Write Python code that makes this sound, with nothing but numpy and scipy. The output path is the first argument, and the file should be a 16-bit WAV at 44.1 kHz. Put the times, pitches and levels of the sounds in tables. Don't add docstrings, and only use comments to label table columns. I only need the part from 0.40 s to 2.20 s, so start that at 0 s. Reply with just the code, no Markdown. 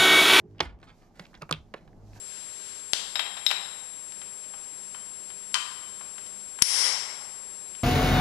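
import sys
import numpy as np
from scipy import signal
from scipy.fft import rfft, irfft, next_fast_len
from scipy.io import wavfile

SR = 44100
rng = np.random.default_rng(int(sys.argv[2]) if len(sys.argv) > 2 else 0)


def voltage_ratio(level):
    return 10 ** (np.asarray(level, float) / 20)


def unload_audio(sound):
    columns = np.transpose(np.atleast_2d(sound))
    steps = np.round(np.clip(columns, -1, 1) * 32767)
    wavfile.write(sys.argv[1], SR, steps.astype(np.int16))


N = 79380

# time_s, housing_shake_db, upper_order_buzz_db
MOTOR_CURVE = [(0, -47, -68), (.055, -83, -52), (.09, -56, -59), (.14, -49.5, -55.5), (.2, -59.5, -59.5),
               (.5, -65.5, -70.5), (.9, -91.5, -70.5), (1.15, -52.5, -66.5), (1.38, -71, -67),
               (1.56, -58.5, -59), (1.66, -49.5, -68.5), (1.8, -52.5, -59)]
# multiple, level_db
MOTOR_ORDERS = [(1, -9), (2, -0.5), (3, -3), (4, -8), (5, -15), (6, -9.5), (7, -7), (8, -9), (9, -16)]
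# frequency_hz, density_db (per Hz)
MURMUR_COLOUR = [(20, 5), (45, 2), (70, -8), (200, -2), (400, -14), (830, -12), (1100, -26), (3000, -40)]
# time_s, level_db
MURMUR_CURVE = [(0.0, -62.5), (0.15, -64), (0.23, -54.5), (0.52, -63.5), (0.802, -61.5), (0.952, -60.5),
                (1.342, -61.5), (1.568, -58), (1.8, -57)]
# time_s, level_db
FUR_CURVE = [(0, -68.5), (.03, -90.5), (.12, -80), (.33, -87.5), (.45, -89), (.58, -71), (.67, -75),
             (.715, -81), (.8, -70), (.95, -73), (1.25, -78.5), (1.44, -77.5), (1.6, -78), (1.675, -70.5),
             (1.72, -68.5), (1.77, -59), (1.8, -69.5)]
# frequency_hz, density_db (per Hz)
FUR_SPECTRUM = [(900, -13), (1500, -8.5), (3000, -11.5), (4600, -5.5), (6500, -5.5), (9000, -18),
                (12300, -14.5), (15500, -28.5)]
# start_s, peak_db, centre_hz, spread_octaves, ring_t60_s
FURTHER_CLAW_TAPS = [(.1828, -49.5, 3300, 0.54, 0.026), (.111, -62, 5040, 1.2, 0.0063),
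                     (.148, -58, 1300, 0.88, .03), (.2039, -20, 5140, 0.23, 0.022), (.207, -24, 4910, 0.26, 0.015),
                     (.2255, -40.5, 4000, 1.3, .02), (.231, -43, 3500, 1.3, .02), (.254, -42.5, 2500, 1.6, .025),
                     (.389, -63, 4000, 1.5, 0.019), (.4154, -57.5, 4500, 0.61, 0.018),
                     (.482, -57, 2000, 0.47, 0.017), (.623, -52, 3000, 1, 0.0081), (.8555, -41.5, 2600, .2, .015),
                     (.797, -37, 4600, 0.21, .015), (.867, -45, 3000, 1.2, 0.012), (.932, -49, 1400, 0.33, 0.013),
                     (.9735, -52, 1750, .2, 0.022), (.976, -56, 6550, .2, 0.014), (1.0205, -34.5, 2500, .2, .012),
                     (1.0213, -36.5, 7160, 0.67, .008), (1.0935, -39, 2500, 0.23, .015),
                     (1.0932, -50, 11000, .4, .008), (1.111, -36, 500, 0.18, 0.068),
                     (1.1258, -26.5, 10000, 0.65, 0.0042), (1.1385, -31, 3500, 0.31, 0.0098),
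                     (1.147, -40.5, 3300, .45, 0.011), (1.1655, -55.5, 3400, 0.27, .015),
                     (1.34, -38, 3200, .6, .02), (1.3402, -53, 8500, .4, .012), (1.381, -52.5, 2800, 0.6, 0.012),
                     (1.531, -55, 2000, 0.41, .012), (1.775, -50, 6000, 0.99, .008)]
# start_s, peak_db, centre_hz, spread_octaves, ring_t60_s
CLAW_TAPS = [(.1932, -36, 3250, 0.39, 0.012), (0.2037, -11.5, 2580, 0.6, 0.036),
             (.2046, -19, 768, 0.084, 0.035), (.2066, -11, 3450, 0.27, 0.011),
             (.2083, -17.5, 1333, 1.6, 0.021), (.4295, -38, 2150, 0.73, 0.04),
             (.795, -31, 2440, 1.26, 0.031), (.7985, -54, 2500, 1.3, 0.022), (.850, -51, 1700, 0.16, 0.032),
             (.853, -44, 4370, .3, 0.015), (.942, -42, 2450, 1.23, 0.03), (.951, -42.5, 4200, 0.36, 0.021),
             (1.0185, -34.5, 1290, 0.13, 0.025), (1.021, -36.5, 4400, 0.13, 0.0082),
             (1.0218, -34, 1190, 0.21, 0.044), (1.031, -37.5, 1260, 1.57, 0.026),
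             (1.0925, -30.5, 1210, 1.1, 0.044), (1.1108, -18, 1188, 0.27, 0.024),
             (1.1109, -17, 6300, 0.48, 0.0078), (1.1255, -14, 3590, 0.36, 0.019),
             (1.3395, -29, 1870, 0.94, 0.034), (1.3408, -30.5, 615, 0.48, 0.052),
             (1.477, -51, 1824, 1.1, 0.033), (1.7335, -44, 1924, 0.65, 0.016)]
# start_s, length_s, rms_db, centre_hz, spread_octaves
CLAW_SCUFFS = [(0.144, 0.054, -72.5, 1570, 1), (0.211, 0.083, -49, 2190, 0.83),
               (0.214, 0.045, -53, 3040, 1.8), (0.393, 0.039, -71.5, 2500, 1.6),
               (0.422, 0.05, -63.5, 2037, 1.75), (0.465, 0.07, -59, 2374, 0.88),
               (0.574, 0.17, -71.5, 2210, 1.26), (0.736, 0.15, -65.5, 2930, 1.4),
               (0.792, 0.05, -60.5, 2430, 2), (0.833, 0.028, -62.5, 3050, 0.96),
               (0.937, 0.034, -57.5, 1960, 0.87), (1.012, 0.022, -46.5, 1704, 1.4),
               (1.132, 0.017, -47.5, 3250, 0.29), (1.148, 0.043, -62, 3030, 0.88),
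               (1.341, 0.094, -62, 2000, 1.23), (1.741, 0.072, -61.5, 1620, 0.68)]
# start_s, level_db, pitch_hz, ring_t60_s, swell_s
PAW_THUMPS = [(0.208, -33.5, 159, 0.11, .003), (0.207, -30.5, 360.6, 0.1, .001),
              (0.214, -34.5, 75.8, 0.21, .01), (0.248, -22.5, 58.6, 0.15, .03),
              (0.321, -29.5, 58.8, 0.14, .02), (.47, -42, 40, 0.19, .02), (0.801, -36, 180.6, 0.098, .003),
              (1.024, -32.5, 154.3, 0.083, .004), (1.114, -26, 154.6, 0.16, .006),
              (1.17, -36, 69.2, 0.17, .015), (1.26, -42, 42.1, 0.13, .02), (1.341, -42, 355, 0.074, .003),
              (1.458, -41, 40.8, 0.16, .02), (1.03, -51.5, 54, .15, .01), (1.64, -65, 45.6, 0.28, 0.025)]
# frequency_hz, likeness (0 to 1)
PORT_LIKENESS = [(40, .55), (120, .9), (400, .85), (1000, .6), (3000, .5), (12000, .2)]
# frequency_hz, left_minus_right_db
ROOM_BALANCE = [(60, 1.5), (180, -0.5), (550, -2), (1650, -0.5), (4970, -2.5), (15000, -0.5)]
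# frequency_hz, left_minus_right_db
BOX_BALANCE = [(60, -1), (150, -1.3), (330, -2.6), (700, -6.5), (1300, -7), (2400, -2.5), (4400, -.5),
               (12000, -2)]
# frequency_hz, left_lead_radians
LEFT_LEAD = [(40, .5), (120, .15), (600, .35), (1200, 1.2), (2760, 1.2), (4500, 1.2), (7400, 1.5),
             (12000, 1.5)]

HUM_HZ, HUM_WAVER_DB = 51.74, 3
HUM_WANDER_RAD = 0.88
MURMUR_LIFT_DB = 3.5
CRACK_DB, CRACK_HZ, STRIKE_SPREAD_DB = -29, 9720, 2
SKIRT_DB = -8.5
RING_TILT = 0.4
SCATTER_HALF_TURNS = 0.53
GRAINS_PER_S, GRAIN_SPREAD_DB, SCUFF_T60_S = 2000, 4, 0.029
STROKE_RISE = 0.29
UNSHARED_DB, UNSHARED_HZ = -14, 7500
ROOM_DB, ROOM_T60_S, ROOM_RISE_S = -20.5, 0.2, 0.008
ROOM_LOW_HZ, WALL_CUT_HZ = 200, 2500
ROOM_TREBLE_DB, ROOM_TREBLE_SHARE = -8, 0.62
TOP_CUT_HZ = 16300


def in_time(rows):
    s, *columns = np.transpose(rows)
    return [np.interp(np.arange(N) / SR, s, c) for c in columns]


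def at_hz(points, hz):
    table_hz, values = np.transpose(points)
    return np.interp(np.log(hz), np.log(table_hz), values)


def rms_one(x):
    return x / np.sqrt(np.mean(x ** 2) + 1e-20)


def drift(rate_hz):
    r = np.exp(-2 * np.pi * rate_hz * 40 / SR)
    white = rng.standard_normal(N // 40 + 2002)
    slow = signal.lfilter([1], [1, -2 * r, r * r], white)[2000:]
    return np.interp(np.arange(N) / 40, np.arange(len(slow)), rms_one(slow))


def add(out, start_s, x):
    i = int(start_s * SR)
    out[i:i + len(x)] += x[:N - i]


def motor_hum():
    shake_db, buzz_db = in_time(MOTOR_CURVE)
    turn = 2 * np.pi * HUM_HZ * np.arange(N) / SR
    out = np.zeros(N)
    for k, order_db in MOTOR_ORDERS:
        level_db = (shake_db if k < 3 else buzz_db) + order_db
        waver_db = (k != 2) * HUM_WAVER_DB * drift(8.8)
        slip = (k > 2) * HUM_WANDER_RAD * drift(11)
        out += voltage_ratio(level_db + waver_db) * np.cos(k * turn + 0.33 * k * k + slip)
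    return np.sqrt(2) * out


def banded_noise(spectrum, patchy_db):
    out = 0
    edges = np.geomspace(spectrum[0][0], min(spectrum[-1][0], 4 * SR // 11), 17)
    white = rng.standard_normal((2, 2, N))
    for k, (low, high) in enumerate(zip(edges, edges[1:])):
        band = signal.butter(2, [low, high], "band", fs=SR, output="sos")
        mid, side = signal.sosfilt(band, white[k % 2])
        hz = np.sqrt(low * high)
        alike = np.clip(at_hz(PORT_LIKENESS, hz), 0, 1)
        flicker_db = patchy_db * (3 + 40 / hz) * drift(16)
        balance_db = at_hz(ROOM_BALANCE, hz) * np.array([[.5], [-.5]])
        gain = voltage_ratio(at_hz(spectrum, hz) + flicker_db + balance_db)
        out = out + gain * (np.sqrt(1 + alike) * mid + np.sqrt(1 - alike) * side * [[1], [-1]])
    return rms_one(out)


def room_murmur():
    level_db = in_time(MURMUR_CURVE)[0] + MURMUR_LIFT_DB
    return voltage_ratio(level_db) * banded_noise(MURMUR_COLOUR, patchy_db=0.5)


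def fur_brushing():
    return voltage_ratio(in_time(FUR_CURVE)[0]) * banded_noise(FUR_SPECTRUM, patchy_db=.35)


def ring(clicks, hz, t60):
    r, w = voltage_ratio(-60 / (t60 * SR)), 2 * np.pi * hz / SR
    return signal.lfilter([0, np.sin(w)], [1, -2 * r * np.cos(w), r * r], clicks + 1e-18)


def sheet(clicks, hz, octaves, t60, chance):
    detune, strike, phase = chance
    modes_hz = np.geomspace(220, 13000, 110) * (1 + .012 * detune)
    away = np.log2(modes_hz / hz) / octaves
    t = np.arange(SR // 12) / SR
    skirt = voltage_ratio(SKIRT_DB) * min(2 * octaves, 1) * (away < 0) * np.sqrt(modes_hz / hz)
    weights = (np.exp(-.5 * away ** 2) + skirt) * voltage_ratio(STRIKE_SPREAD_DB * strike)
    modes_t60 = t60 * (hz / modes_hz[:, None]) ** RING_TILT
    angle = 2 * np.pi * modes_hz[:, None] * t + np.pi * SCATTER_HALF_TURNS * phase[:, None]
    body = weights @ (voltage_ratio(-60 * t / modes_t60) * np.sin(angle))
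    body = body * (1 - np.exp(-t / 0.000086)) / np.sqrt(np.sum(weights ** 2))
    crack = voltage_ratio(CRACK_DB) * hz / 2000 * ring(clicks, CRACK_HZ, .0017)
    return signal.fftconvolve(clicks, body)[:len(clicks)] + crack


def claw_contacts(table):
    out, click = np.zeros(N), np.zeros(SR // 8)
    click[0] = 1
    chances = rng.standard_normal((len(table), 3, 110))
    for (start_s, peak_db, hz, octaves, t60), chance in zip(table, chances):
        tap = sheet(click, hz, octaves, t60, chance)
        add(out, start_s, voltage_ratio(peak_db) * tap / np.abs(tap).max())
    return out


def claw_scuffs():
    out = np.zeros(N)
    hits = rng.random(N) < GRAINS_PER_S / SR
    sizes = voltage_ratio(GRAIN_SPREAD_DB * np.minimum(rng.exponential(1, N), 4))
    grains = hits * sizes * rng.choice([-1, 1], N)
    t = np.arange(SR // 4) / SR
    chances = rng.standard_normal((len(CLAW_SCUFFS), 3, 110))
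    for (start_s, length_s, rms_db, hz, octaves), chance in zip(CLAW_SCUFFS, chances):
        progress = t / (STROKE_RISE * length_s)
        stroke = (progress * np.exp(1 - progress)) ** 1.2
        drag = np.resize(grains[int(start_s * SR):], len(t)) * stroke
        x = sheet(drag, hz, octaves, SCUFF_T60_S, chance)
        add(out, start_s, voltage_ratio(rms_db) * rms_one(x) * np.sqrt(length_s / t[-1]))
    return out


def paw_thumps():
    out, t = np.zeros(N), np.arange(SR // 2) / SR
    for start_s, level_db, hz, t60, swell_s in PAW_THUMPS:
        swell = 1 - np.exp(-(t / swell_s) ** 2)
        add(out, start_s, voltage_ratio(level_db - 60 * t / t60) * swell * np.sin(2 * np.pi * hz * t))
    return out


def microphone_ports(x):
    size = next_fast_len(N + 4096)
    hz = np.maximum(np.arange(size // 2 + 1) * SR / size, 1)
    half = voltage_ratio(at_hz(BOX_BALANCE, hz) / 2) * np.exp(.5j * at_hz(LEFT_LEAD, hz))
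    return irfft(rfft(x, size) * np.array([half, 1 / half]), size)[:, :N]


def room_tail(x):
    t = np.arange(SR // 2) / SR
    low, treble = rng.standard_normal((2, 2, len(t))) * (1 - np.exp(-(t / ROOM_RISE_S) ** 2))
    walls = signal.butter(1, [ROOM_LOW_HZ, WALL_CUT_HZ], "band", fs=SR, output="sos")
    dull = signal.sosfilt(walls, low) * voltage_ratio(-60 * t / ROOM_T60_S)
    bright = voltage_ratio(ROOM_TREBLE_DB) * treble * voltage_ratio(-60 * t / (ROOM_TREBLE_SHARE * ROOM_T60_S))
    tail = dull + .3 * dull[::-1] + bright
    tail = tail / np.sqrt(np.sum(tail ** 2) / 2)
    return voltage_ratio(ROOM_DB) * signal.fftconvolve(x[None], tail, axes=1)[:, :N]


def scene():
    hum = motor_hum()
    background = room_murmur() + fur_brushing()
    claws = claw_contacts(FURTHER_CLAW_TAPS) + claw_contacts(CLAW_TAPS) + claw_scuffs()
    claws = signal.sosfilt(signal.butter(2, 160, "high", fs=SR, output="sos"), claws)
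    treble = signal.sosfilt(signal.butter(2, UNSHARED_HZ, "high", fs=SR, output="sos"), claws)
    unshared = voltage_ratio(UNSHARED_DB) * drift(25) * treble * [[1], [-1]]
    direct = microphone_ports(claws + paw_thumps() + hum)
    return direct + unshared + room_tail(claws) + background


def band_limit(x):
    return signal.sosfilt(signal.butter(12, 16370, fs=SR, output="sos"), x)


def record(dry):
    top_cut = signal.cheby2(10, 60, TOP_CUT_HZ, fs=SR, output="sos")
    mix = signal.sosfilt(top_cut, dry)
    return band_limit(mix)


dry = scene()
out = record(dry)
unload_audio(out)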